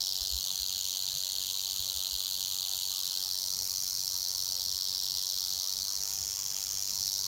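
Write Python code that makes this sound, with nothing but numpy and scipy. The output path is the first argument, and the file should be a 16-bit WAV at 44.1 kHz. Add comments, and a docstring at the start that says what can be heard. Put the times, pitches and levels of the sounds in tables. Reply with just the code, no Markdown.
"""A dense, unbroken buzz comes first: a rattlesnake shakes its tail a step away from the microphone.
At each turn of the tail, some 95 times a second, the loose horny segments knock together in a short cascade
of noise bursts; their hollow shells filter the buzz, brighter or duller as the tail changes pose.
Below lie faint outdoor air, made of filtered noise, and soft low bumps, made of swelling cosines."""
import sys
import numpy as np
from scipy import signal
from scipy.fft import rfft, irfft, next_fast_len
from scipy.io import wavfile
from scipy.ndimage import uniform_filter1d, map_coordinates

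SR = 44100
rng = np.random.default_rng(int(sys.argv[2]) if len(sys.argv) > 2 else 0)


def store_wav(level_fs):
    """Save 16-bit WAV to argv[1]."""
    pcm = np.round(np.clip(np.atleast_2d(level_fs), -1, 1) * 32767)
    wavfile.write(sys.argv[1], SR, pcm.T.astype(np.int16))


N = 320607


def amp(db):
    """Level to amplitude: 20 dB is a factor of ten."""
    return 10 ** (np.asarray(db) / 20)


def unit(x):
    """Normalisation to an rms value of 1."""
    return x / np.sqrt(np.mean(x ** 2) + 1e-20)


def along(points, hz):
    """Interpolation of (Hz, value) points on a logarithmic frequency axis."""
    point_hz, values = np.transpose(points)
    return np.interp(np.log(hz + 1), np.log(point_hz + 1), values)


def curve(rows):
    """Linear interpolation of (s, value) rows, one value per sample."""
    return np.interp(np.arange(N) / SR, *np.transpose(rows))


def swell(centre_s, width_s):
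    """Gaussian envelope: a smooth rise to 1 and fall back to 0."""
    return np.exp(-((np.arange(N) / SR - centre_s) / width_s) ** 2)


def wobble(rate):
    """Slow random modulation: a spline through random knots, rate of them a second."""
    knots = rng.standard_normal(int(N * rate / SR) + 4)
    return map_coordinates(knots, [np.arange(N) * rate / SR])


def filtered(x, response):
    """Linear filtering: the spectrum of x times a real response, without phase shift."""
    size = next_fast_len(N + SR // 2)
    hz = np.fft.rfftfreq(size, 1 / SR)
    return irfft(rfft(x, size) * response(hz), size)[:N]


def ring(spectrum, size=2048):
    """Minimum-phase response: a folded cepstrum makes a body with this spectrum ring after the blow only."""
    magnitude = amp(along(spectrum, np.fft.rfftfreq(size, 1 / SR)))
    cepstrum = irfft(np.log(magnitude))
    cepstrum[1:size // 2] *= 2
    cepstrum[size // 2 + 1:] = 0
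    return irfft(np.exp(rfft(cepstrum)))


def patchy_noise(spectrum, patchy_db, size=1024):
    """Coloured noise of rms 1 by short-time synthesis: its bands swell and sink each on their own."""
    cells = signal.stft(rng.standard_normal(N), nperseg=size)[2]
    field = uniform_filter1d(rng.standard_normal(cells.shape), size=3, axis=0)  # across bands
    field = uniform_filter1d(field, size=7, axis=1)  # along time
    noise = signal.istft(cells * amp(patchy_db * unit(field)), nperseg=size)[1][:N]
    return unit(filtered(noise, lambda hz: amp(along(spectrum, hz))))


def air(rumble_db=-60, lumps_db=2.5, hush_db=-58.5):
    """Broadband ambience: a low, lumpy rumble and a distant hush, steady but for one soft gust."""
    # Spectrum of the low rumble. Each row: frequency in Hz, relative level in dB per Hz
    rumble_spectrum = [(20, -29), (35, -14), (50, -6.5), (65, 0), (90, -4), (150, -9.5), (200, -13),
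                       (280, -20.5), (600, -35), (2000, -80)]
    # Spectrum of the distant hush. Each row: frequency in Hz, relative level in dB per Hz
    hush_spectrum = [(120, -29), (280, -9), (480, -6), (650, -2.5), (920, 0.5), (1300, -4.5), (1900, -10.5),
                     (8000, -20.5)]
    gust_s, gust_width_s, gust_db = 6, 0.28, 2.5  # moment, Gaussian width, rise at the peak
    rumble_gain = amp(rumble_db + lumps_db * wobble(12))
    rumble = rumble_gain * patchy_noise(rumble_spectrum, patchy_db=2.0)
    hush_gain = amp(hush_db + gust_db * swell(gust_s, gust_width_s))
    return rumble + hush_gain * patchy_noise(hush_spectrum, patchy_db=3.0)


def bumps():
    """Low-frequency tone bursts: each bump is a few deep cycles under a Gaussian envelope."""
    # Soft bumps. Each row: centre in seconds, peak level in dB, pitch in Hz, Gaussian width in seconds
    bump_rows = [(0.223, -39.5, 56, 0.011), (.35, -35, 62, 0.028), (.62, -46, 54, .018),
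                 (1.16, -52.5, 145, .022), (1.809, -45, 72, 0.013), (1.97, -48, 65.6, 0.028),
                 (2.15, -45, 54.6, .025)]
    t = np.arange(N) / SR
    out = np.zeros(N)
    for centre_s, db, hz, width_s in bump_rows:
        out += amp(db) * swell(centre_s, width_s) * np.cos(2 * np.pi * hz * (t - centre_s))
    return out


def cascade(starts, swing, knock_db=1.0, stroke_db=0.73, rise_s=0.00038):
    """Successive impacts: segment after segment knocks and chatters in its socket, as decaying noise."""
    t = np.arange(SR // 80) / SR  # each burst is cut at 12.5 ms
    force = amp(stroke_db * rng.standard_normal(len(starts)))  # shared by all knocks of a stroke
    out = np.zeros(N)
    for delay, scatter, db, t60 in swing:
        late, hard = rng.standard_normal((len(starts), 2)).T
        envelope = amp(-60 * t / t60) * (1 - np.exp(-t / rise_s))
        burst = rng.standard_normal((len(starts), len(t))) * envelope
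        strength = force * amp(db + knock_db * hard)
        burst *= (strength / np.linalg.norm(burst, axis=1))[:, None]  # equal energy before strength
        onset = np.round(np.abs(starts + delay + scatter * late) * SR).astype(int)
        places = onset[:, None] + np.arange(len(t))
        out += np.bincount(places.ravel(), burst.ravel(), N)[:N]  # overlapping bursts add
    return out


def knocks(jitter_s=.0001):
    """Quasi-periodic excitation: the tail swings back and out in turn; each reversal starts a cascade."""
    # Pace of the tail, with a spurt near the end. Each row: time in seconds, strokes per second
    pace = [(0.0, 94.61), (1.24, 94.14), (1.77, 95.97), (1.83, 94.84), (3.28, 93.45), (4.0, 94.28),
            (4.29, 91.95), (4.81, 94.16), (5.5, 93.35), (6.12, 99.29), (6.65, 96.0), (6.91, 98.67),
            (7.27, 96.98)]
    # Knocks of the swing out. Each row: delay in s, time scatter in s, relative energy in dB, t60 in s
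    swing_out = [(.0002, 0.00019, -8, 0.0077), (.0026, .0002, -.5, .0037), (.003, .0003, -3, 0.015),
                 (.0042, .0004, -10, 0.0078), (.006, .0008, -16, 0.013)]
    # Knocks of the swing back. Each row: delay in s, time scatter in s, relative energy in dB, t60 in s
    swing_back = [(0, .0002, -7.5, 0.0068), (.0011, .00018, -5.5, .0045), (.0022, .00018, -0.2, 0.005),
                  (.0029, .0003, -3.5, 0.014), (.0047, .0006, -12.5, 0.0089)]
    first_stroke_s = .0043
    strokes = np.cumsum(curve(pace)) / SR  # strokes made so far
    count = int(strokes[-1]) + 1
    starts = first_stroke_s + np.interp(np.arange(count), strokes, np.arange(N) / SR)
    starts = starts + jitter_s * rng.standard_normal(count)
    return unit(cascade(starts[0::2], swing_back) + cascade(starts[1::2], swing_out))


def steadied(x, size=2800):
    """Level smoothing: the buzz is divided by its running rms, so its loudness stays even over a few strokes."""
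    power = uniform_filter1d(uniform_filter1d(x ** 2, size), size)
    return unit(x / np.sqrt(np.abs(power) + 1e-12))


def rattle(rub_db=-19):
    """Source and filter: knocks and a faint steady rub ring the shells, whose colour glides with the pose."""
    # Loudness of the buzz. Each row: time in seconds, level in dB
    effort = [(0, -31.5), (.13, -33.5), (1.5, -34), (5.37, -33), (6.55, -35), (6.98, -33.5), (7.03, -31.5),
              (7.2, -33)]
    # Pose of the tail. Each row: time in seconds, place among the shell spectra (0 dullest, 3 brightest)
    pose_rows = [(0, 1), (.5, 0), (2.75, 0), (3.15, .5), (3.65, 2.5), (4.3, 2), (4.95, 1), (5.8, 1.75),
                 (6.2, 3), (6.8, 3), (7.05, 2.2)]
    # Colour of the hollow segments, a list per pose. Each row: frequency in Hz, relative level in dB per Hz
    shells = [
        [(1500, -46), (2300, -32), (2700, -21), (3100, -8), (3650, -7.5), (3950, -2), (4400, 0.5), (4850, -7.5),
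         (5350, -12), (6000, -6), (6900, -5.5), (7700, -16.5)],
        [(1500, -35), (2300, -34.5), (2750, -24.5), (3200, -10.5), (3650, -8), (4000, -1.5), (4400, 1.5),
         (4900, -2), (5500, 1), (6100, -5.5), (6900, -10), (7700, -14)],
        [(1500, -41.5), (2300, -31.5), (2800, -28.5), (3250, -15.5), (3650, -14), (4000, -4), (4400, 1.5),
         (4900, -4.5), (5700, 0.5), (6200, -3), (6900, -10), (7700, -16)],
        [(1500, -33), (2300, -24), (2800, -21.5), (3300, -14.5), (3700, -18.5), (4050, -11), (4400, -7.5),
         (4900, -6.5), (5450, -0.5), (6100, -2.5), (6950, -4), (7800, -17)],
    ]
    # Bright edge of the clicks, alike in every pose. Each row: frequency in Hz, relative level in dB per Hz
    edge = [(8800, -15.5), (10000, -16.5), (10450, -22.5), (11200, -17), (12300, -17.5), (13300, -12.5),
            (14100, -13), (15000, -14.5), (16000, -21)]
    # The microphone swings toward the tail and away again; the clicks are brightest on its axis
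    aim_s, aim_width_s = 3.6, 2.2  # moment and Gaussian width
    on_axis_db, off_axis_db = 1.2, -1.0  # treble gain

    drive = knocks() + amp(rub_db) * rng.standard_normal(N)
    pose = np.clip(curve(pose_rows), 0, len(shells) - 1)
    buzz = np.zeros(N)
    for k, shell in enumerate(shells):
        share = np.maximum(1 - np.abs(pose - k), 0)  # crossfade between neighbouring poses
        response = ring(list(shell) + list(edge))
        buzz += share * unit(signal.fftconvolve(drive, response)[:N])
    treble = filtered(buzz, lambda hz: along([(7000, 0), (9000, 1)], hz))
    aim_db = off_axis_db + (on_axis_db - off_axis_db) * swell(aim_s, aim_width_s)
    buzz += (amp(aim_db) - 1) * treble
    return amp(curve(effort)) * steadied(buzz)


def scene():
    """Superposition: the rattle, the bumps and the air add in one channel."""
    return (rattle() + bumps() + air())[None]


def record(dry):
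    """Band limitation: nothing above the top frequency is kept."""
    top_hz = 15950
    return np.array([filtered(channel, lambda hz: hz < top_hz) for channel in dry])


dry = scene()
out = record(dry)
store_wav(out)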